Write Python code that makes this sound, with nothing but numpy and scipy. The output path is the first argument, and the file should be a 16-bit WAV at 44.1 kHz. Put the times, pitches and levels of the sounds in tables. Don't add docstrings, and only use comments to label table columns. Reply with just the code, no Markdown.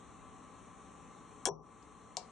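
import sys
import numpy as np
from scipy import signal
from scipy.fft import rfft, irfft, next_fast_len
from scipy.io import wavfile
from scipy.ndimage import uniform_filter1d, map_coordinates

SR = 44100
rng = np.random.default_rng(int(sys.argv[2]) if len(sys.argv) > 2 else 0)


def file_out(sig):
    cols = np.atleast_2d(sig).T
    lim = np.clip(cols, -1, 1)
    pcm = np.round(lim * 32767).astype(np.int16)
    wavfile.write(sys.argv[1], SR, pcm)


N = 101871
T = np.arange(SR // 2) / SR

# f/Hz, relative level/dB
AIR_COLOUR = [(20, -25.5), (40, -5.5), (66, 1), (90, -4.5), (115, 3.5), (140, -5.5), (220, 1), (350, -4.5),
              (430, -4), (600, -9), (720, -10.5), (810, -4.5), (940, -10), (1010, -3.5), (1140, 0.5),
              (1210, -10.5), (1300, -7.5), (1450, -14.5), (2000, -17), (3000, -21.5), (4200, -24),
              (4500, -32.5), (4950, -69.5), (5300, -36), (5700, -22.5), (7000, -21), (8100, -21.5),
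              (9000, -25), (9700, -32), (10400, -50.5), (11300, -59)]
# f/Hz, correlation
AIR_LIKENESS = [(60, -2.5), (140, 0.8), (340, 0.87), (810, 0.4), (1920, 0.97), (4560, 0.67), (10800, 0.16)]
# f/Hz, left over right/dB
AIR_PAN = [(60, 6.5), (110, 2.5), (420, 3.5), (810, 7), (1200, 2.5), (3000, 2), (5700, 4.5), (10800, 5.5)]
# f/Hz, level/dB before BACKGROUND_GAIN
FAN_TONES = [(172, -76.5), (264, -78), (296, -84.5), (430, -80.5), (770, -80.5), (1028, -76), (1157, -73),
             (1287, -80.5)]
# t/s, gain/dB
BACKGROUND_GAIN = [(1.45, 7.5), (1.6, 5.5), (1.8, 4.5), (2.0, 6)]
# f/Hz, t60/s
ROOM_DECAY = [(150, .5), (600, .3), (2000, .26), (4200, .24), (7000, .15), (10000, .09), (13000, .026)]
# t/s, gain/dB
TREBLE_GAIN = [(1.488, 0), (1.501, -30), (1.56, -34), (1.615, -26), (1.64, -8), (1.72, 0)]

# f/Hz, relative level/dB
WAFER_COLOUR = [(300, -28), (2000, -20), (3800, -13), (4700, -14), (5500, 0), (7200, -2), (8500, -7),
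                (10300, -10), (11300, -20), (12000, -33), (13000, -32), (16000, -55)]
LEVER_COLOUR = [(300, -23), (2000, -30), (4000, -7.5), (5400, 3), (7200, -1.5), (8500, -24), (10300, -11),
                (11300, -20), (12500, -75)]
RATTLE_COLOUR = [(200, -14), (700, 4.5), (1000, 2.5), (1300, -17), (1600, -5), (1950, -18.5), (2300, -12),
                 (2800, 8), (3300, 3.5), (4200, -6), (4650, -14), (5400, -1), (7400, 6), (8600, 0.5),
                 (10200, 1), (12000, -34.5), (16000, -65)]
# f/Hz, t60/s
RATTLE_DECAY = [(300, .14), (1000, .11), (2000, .045), (4500, .04), (6000, .08), (8500, .07), (10500, .04),
                (13000, .02)]
# f/Hz, relative level/dB, t60/s
STEEL_MODES = [(2250, -5, .02), (2640, -10, .025), (2950, -8, .03), (3279, 3, .042), (3420, 0, .032),
               (4110, -1, .016), (5480, -9, .07), (5589, -7, .14), (5720, -12, .14), (5860, -11, .15),
               (6030, -4, .08), (6340, -3, .07), (7036, -7, .06), (7277, -4, .08), (7833, -2, .07),
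               (8450, -5, .05), (8947, -4, .06), (9550, -2, .022)]
LEVER_MODES = [(2331, -11, .06), (3338, -12, .03), (4129, -4, .03), (4260, -8, .03), (5500, 3, .01),
               (5770, -12, .05), (6500, 3, .008), (7273, -1, .03), (7560, -4, .04), (7967, -6, .035)]
BODY_MODES = [(157, -7, .26), (366, -8, .12), (410, -5, .17), (474, -5, .16), (540, -8, .14),
              (657, -11, .13), (730, -1, .1), (790, -11, .08), (915, -9, .11), (950, -7, .11),
              (1006, -6, .11), (1085, -9, .07), (1480, -7, .04), (1660, -3, .035)]
THUMP_MODES = [(390, 0, .024)]

# t/s, gain/dB
LEVER_TAPS = [(1.827, -33), (2.1696, 0)]
# t/s, knock/dB, centre f/Hz, thump/dB
LOCK_KNOCKS = [(1.457, -31.5, 1100, -54), (1.4718, -31.5, 600, -22.5), (1.4825, -35, 950, -60),
               (1.489, -40, 300, -60), (1.511, -36.5, 220, -60)]
# t/s, crack/dB, ring/dB, rattle/dB
WAFER_CONTACTS = [(1.4552, -14.5, -42, -39), (1.457, -27, -43, -43), (1.4612, -31, -41, -45),
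                  (1.4637, -42, -43, -51), (1.4688, -38, -41, -50), (1.4713, -40, -43, -56),
                  (1.487, -48, -53, -54)]


def amp(db):
    return 10 ** (np.asarray(db) / 20)


def unit(x):
    return x / np.sqrt(np.mean(x ** 2) + 1e-20)


def along(points, hz):
    f, v = np.transpose(points)
    return np.interp(np.log(hz + 1), np.log(f + 1), v)


def curve(points):
    return np.interp(np.arange(N) / SR, *np.transpose(points))


def fade(t60_s, t=T):
    return np.exp(-np.log(1000) * t / np.maximum(t60_s, 1e-4))


def pan(db):
    return amp([[db / 2], [-db / 2]])


def filtered(x, response):
    size = x.shape[-1]
    m = next_fast_len(size + SR // 4)
    return irfft(rfft(x, m) * response(np.fft.rfftfreq(m, 1 / SR)), m)[..., :size]


def band_decay(x, decay):
    hz, t, bands = signal.stft(x, SR, nperseg=128)
    bands = bands * fade(along(decay, hz)[:, None], t)
    return signal.istft(bands, SR, nperseg=128)[1][..., :len(T)]


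def add(track, start_s, sound):
    part = track[:, round(start_s * SR):][:, :len(T)]
    part += sound[..., :part.shape[1]]


def air():
    def mid_side_gains(hz):
        angle = np.arccos(np.clip(along(AIR_LIKENESS, hz), 0, 1)) / 2
        return amp(along(AIR_COLOUR, hz)) * [np.cos(angle), np.sin(angle)]

    mid, side = filtered(rng.standard_normal((2, N)), mid_side_gains)
    stereo = np.array([mid + side, mid - side])
    return unit(filtered(stereo, lambda hz: amp(np.outer([.5, -.5], along(AIR_PAN, hz)))))


def patchy(x, depth_db=2, above_hz=2000):
    hz, _, bands = signal.stft(x, SR, nperseg=1024)
    patches = uniform_filter1d(rng.standard_normal(bands.shape[1:]), size=4, axis=0)
    patches = unit(uniform_filter1d(patches, size=8, axis=1))
    gain = amp(depth_db * patches * (hz > above_hz)[:, None])
    return signal.istft(bands * gain, SR, nperseg=1024)[1][:, :N]


def fan(wander_hz=2.5):
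    out = amp(-63.5) * patchy(air())
    for hz, db in FAN_TONES:
        wander = unit(uniform_filter1d(rng.standard_normal(N), size=2000))
        phase = 2 * np.pi * np.cumsum(hz + wander_hz * wander) / SR
        out += pan(2.5) * amp(db) * unit(np.sin(phase))
    return amp(curve(BACKGROUND_GAIN)) * out


def in_room(x, tail_db):
    tail = band_decay(rng.standard_normal((2, len(T))), ROOM_DECAY)
    tail /= np.linalg.norm(tail[0])
    return x + amp(tail_db) * signal.fftconvolve(x, tail, axes=1)[:, :N]


def dense_modes(colour, side_db=-9):
    mid, side = unit(filtered(rng.standard_normal((2, len(T))), lambda hz: amp(along(colour, hz))))
    return mid + amp(side_db) * np.array([side, -side])


def ring(modes, attack_s=.0002, detune=.003):
    hz, db, t60_s = np.transpose(modes)
    left_db, right_db, shift, phase = rng.standard_normal((4, len(hz)))
    hz = hz * (1 + detune * shift)
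    waves = np.sin(2 * np.pi * (hz[:, None] * T + phase[:, None])) * fade(t60_s[:, None])
    onset = 1 - np.exp(-(T / attack_s) ** 2)
    return amp(db + np.array([left_db, right_db])) @ waves * onset


def body(centre_hz, half_width_oct=.8):
    hz, db, t60_s = np.transpose(BODY_MODES)
    loss_db = 10 * np.log10(1 + (np.log2(hz / centre_hz) / half_width_oct) ** 4)
    return ring(np.transpose([hz, db - loss_db, t60_s]), attack_s=.001)


def rattle(grains_per_s=600, grain_db=3.5):
    knots = rng.standard_normal(int(T[-1] * grains_per_s) + 4)
    grain = unit(amp(grain_db * map_coordinates(knots, [T * grains_per_s])))
    return band_decay(dense_modes(RATTLE_COLOUR) * grain, RATTLE_DECAY)


def crack(colour):
    m = 2048
    cepstrum = irfft(np.log(amp(along(colour, np.fft.rfftfreq(m, 1 / SR)))))
    cepstrum[1:m // 2] *= 2
    cepstrum[m // 2 + 1:] = 0
    pulse = irfft(np.exp(rfft(cepstrum)))
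    pulse /= np.abs(pulse).max()
    chatter = amp(-9) * dense_modes(colour) * fade(t60_s=.007)
    return np.pad(pulse, (0, len(T) - m)) + chatter


def lever_taps(body_lag_s=.0005, top_hz=10300):
    out = np.zeros((2, N))
    for t, db in LEVER_TAPS:
        contact = amp(-21.5) * crack(LEVER_COLOUR) + amp(-38.5) * ring(LEVER_MODES)
        contact += amp(-43.5) * rattle()
        add(out, t, amp(db) * contact)
        add(out, t + body_lag_s, amp(db - 37.5) * body(centre_hz=740, half_width_oct=.36))
    return filtered(out, lambda hz: 1 / (1 + (hz / top_hz) ** 20))


def lock_knocks():
    out = np.zeros((2, N))
    for t, knock_db, centre_hz, thump_db in LOCK_KNOCKS:
        add(out, t, amp(knock_db) * body(centre_hz))
        add(out, t, amp(thump_db) * ring(THUMP_MODES, attack_s=.001))
    return out


def wafer_snap(full_scale_top_hz=15000, hz_per_db=130):
    out = np.zeros((2, N))
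    for t, crack_db, ring_db, rattle_db in WAFER_CONTACTS:
        contact = amp(crack_db) * crack(WAFER_COLOUR) + amp(ring_db) * ring(STEEL_MODES)
        contact += amp(rattle_db) * rattle()
        lowpass = signal.butter(6, full_scale_top_hz + hz_per_db * crack_db, fs=SR, output="sos")
        add(out, t, signal.sosfilt(lowpass, contact))
    return out


def treble_dip(x, edge_hz=1300, ring_hz=5780, half_width_hz=220):
    def spared(hz):
        return 1 / (1 + (hz / edge_hz) ** 20) + 1 / (1 + ((hz - ring_hz) / half_width_hz) ** 4)

    kept = filtered(x, spared)
    return kept + amp(curve(TREBLE_GAIN)) * (x - kept)


def scene():
    lock = wafer_snap() + lock_knocks()
    lever = lever_taps()
    mix = pan(7) * in_room(lock, tail_db=-16) + pan(8) * in_room(lever, tail_db=-10.5) + fan()
    return treble_dip(mix)


def record(dry):
    return filtered(dry, lambda hz: 1 / (1 + (hz / 14500) ** 60))


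dry = scene()
out = record(dry)
file_out(out)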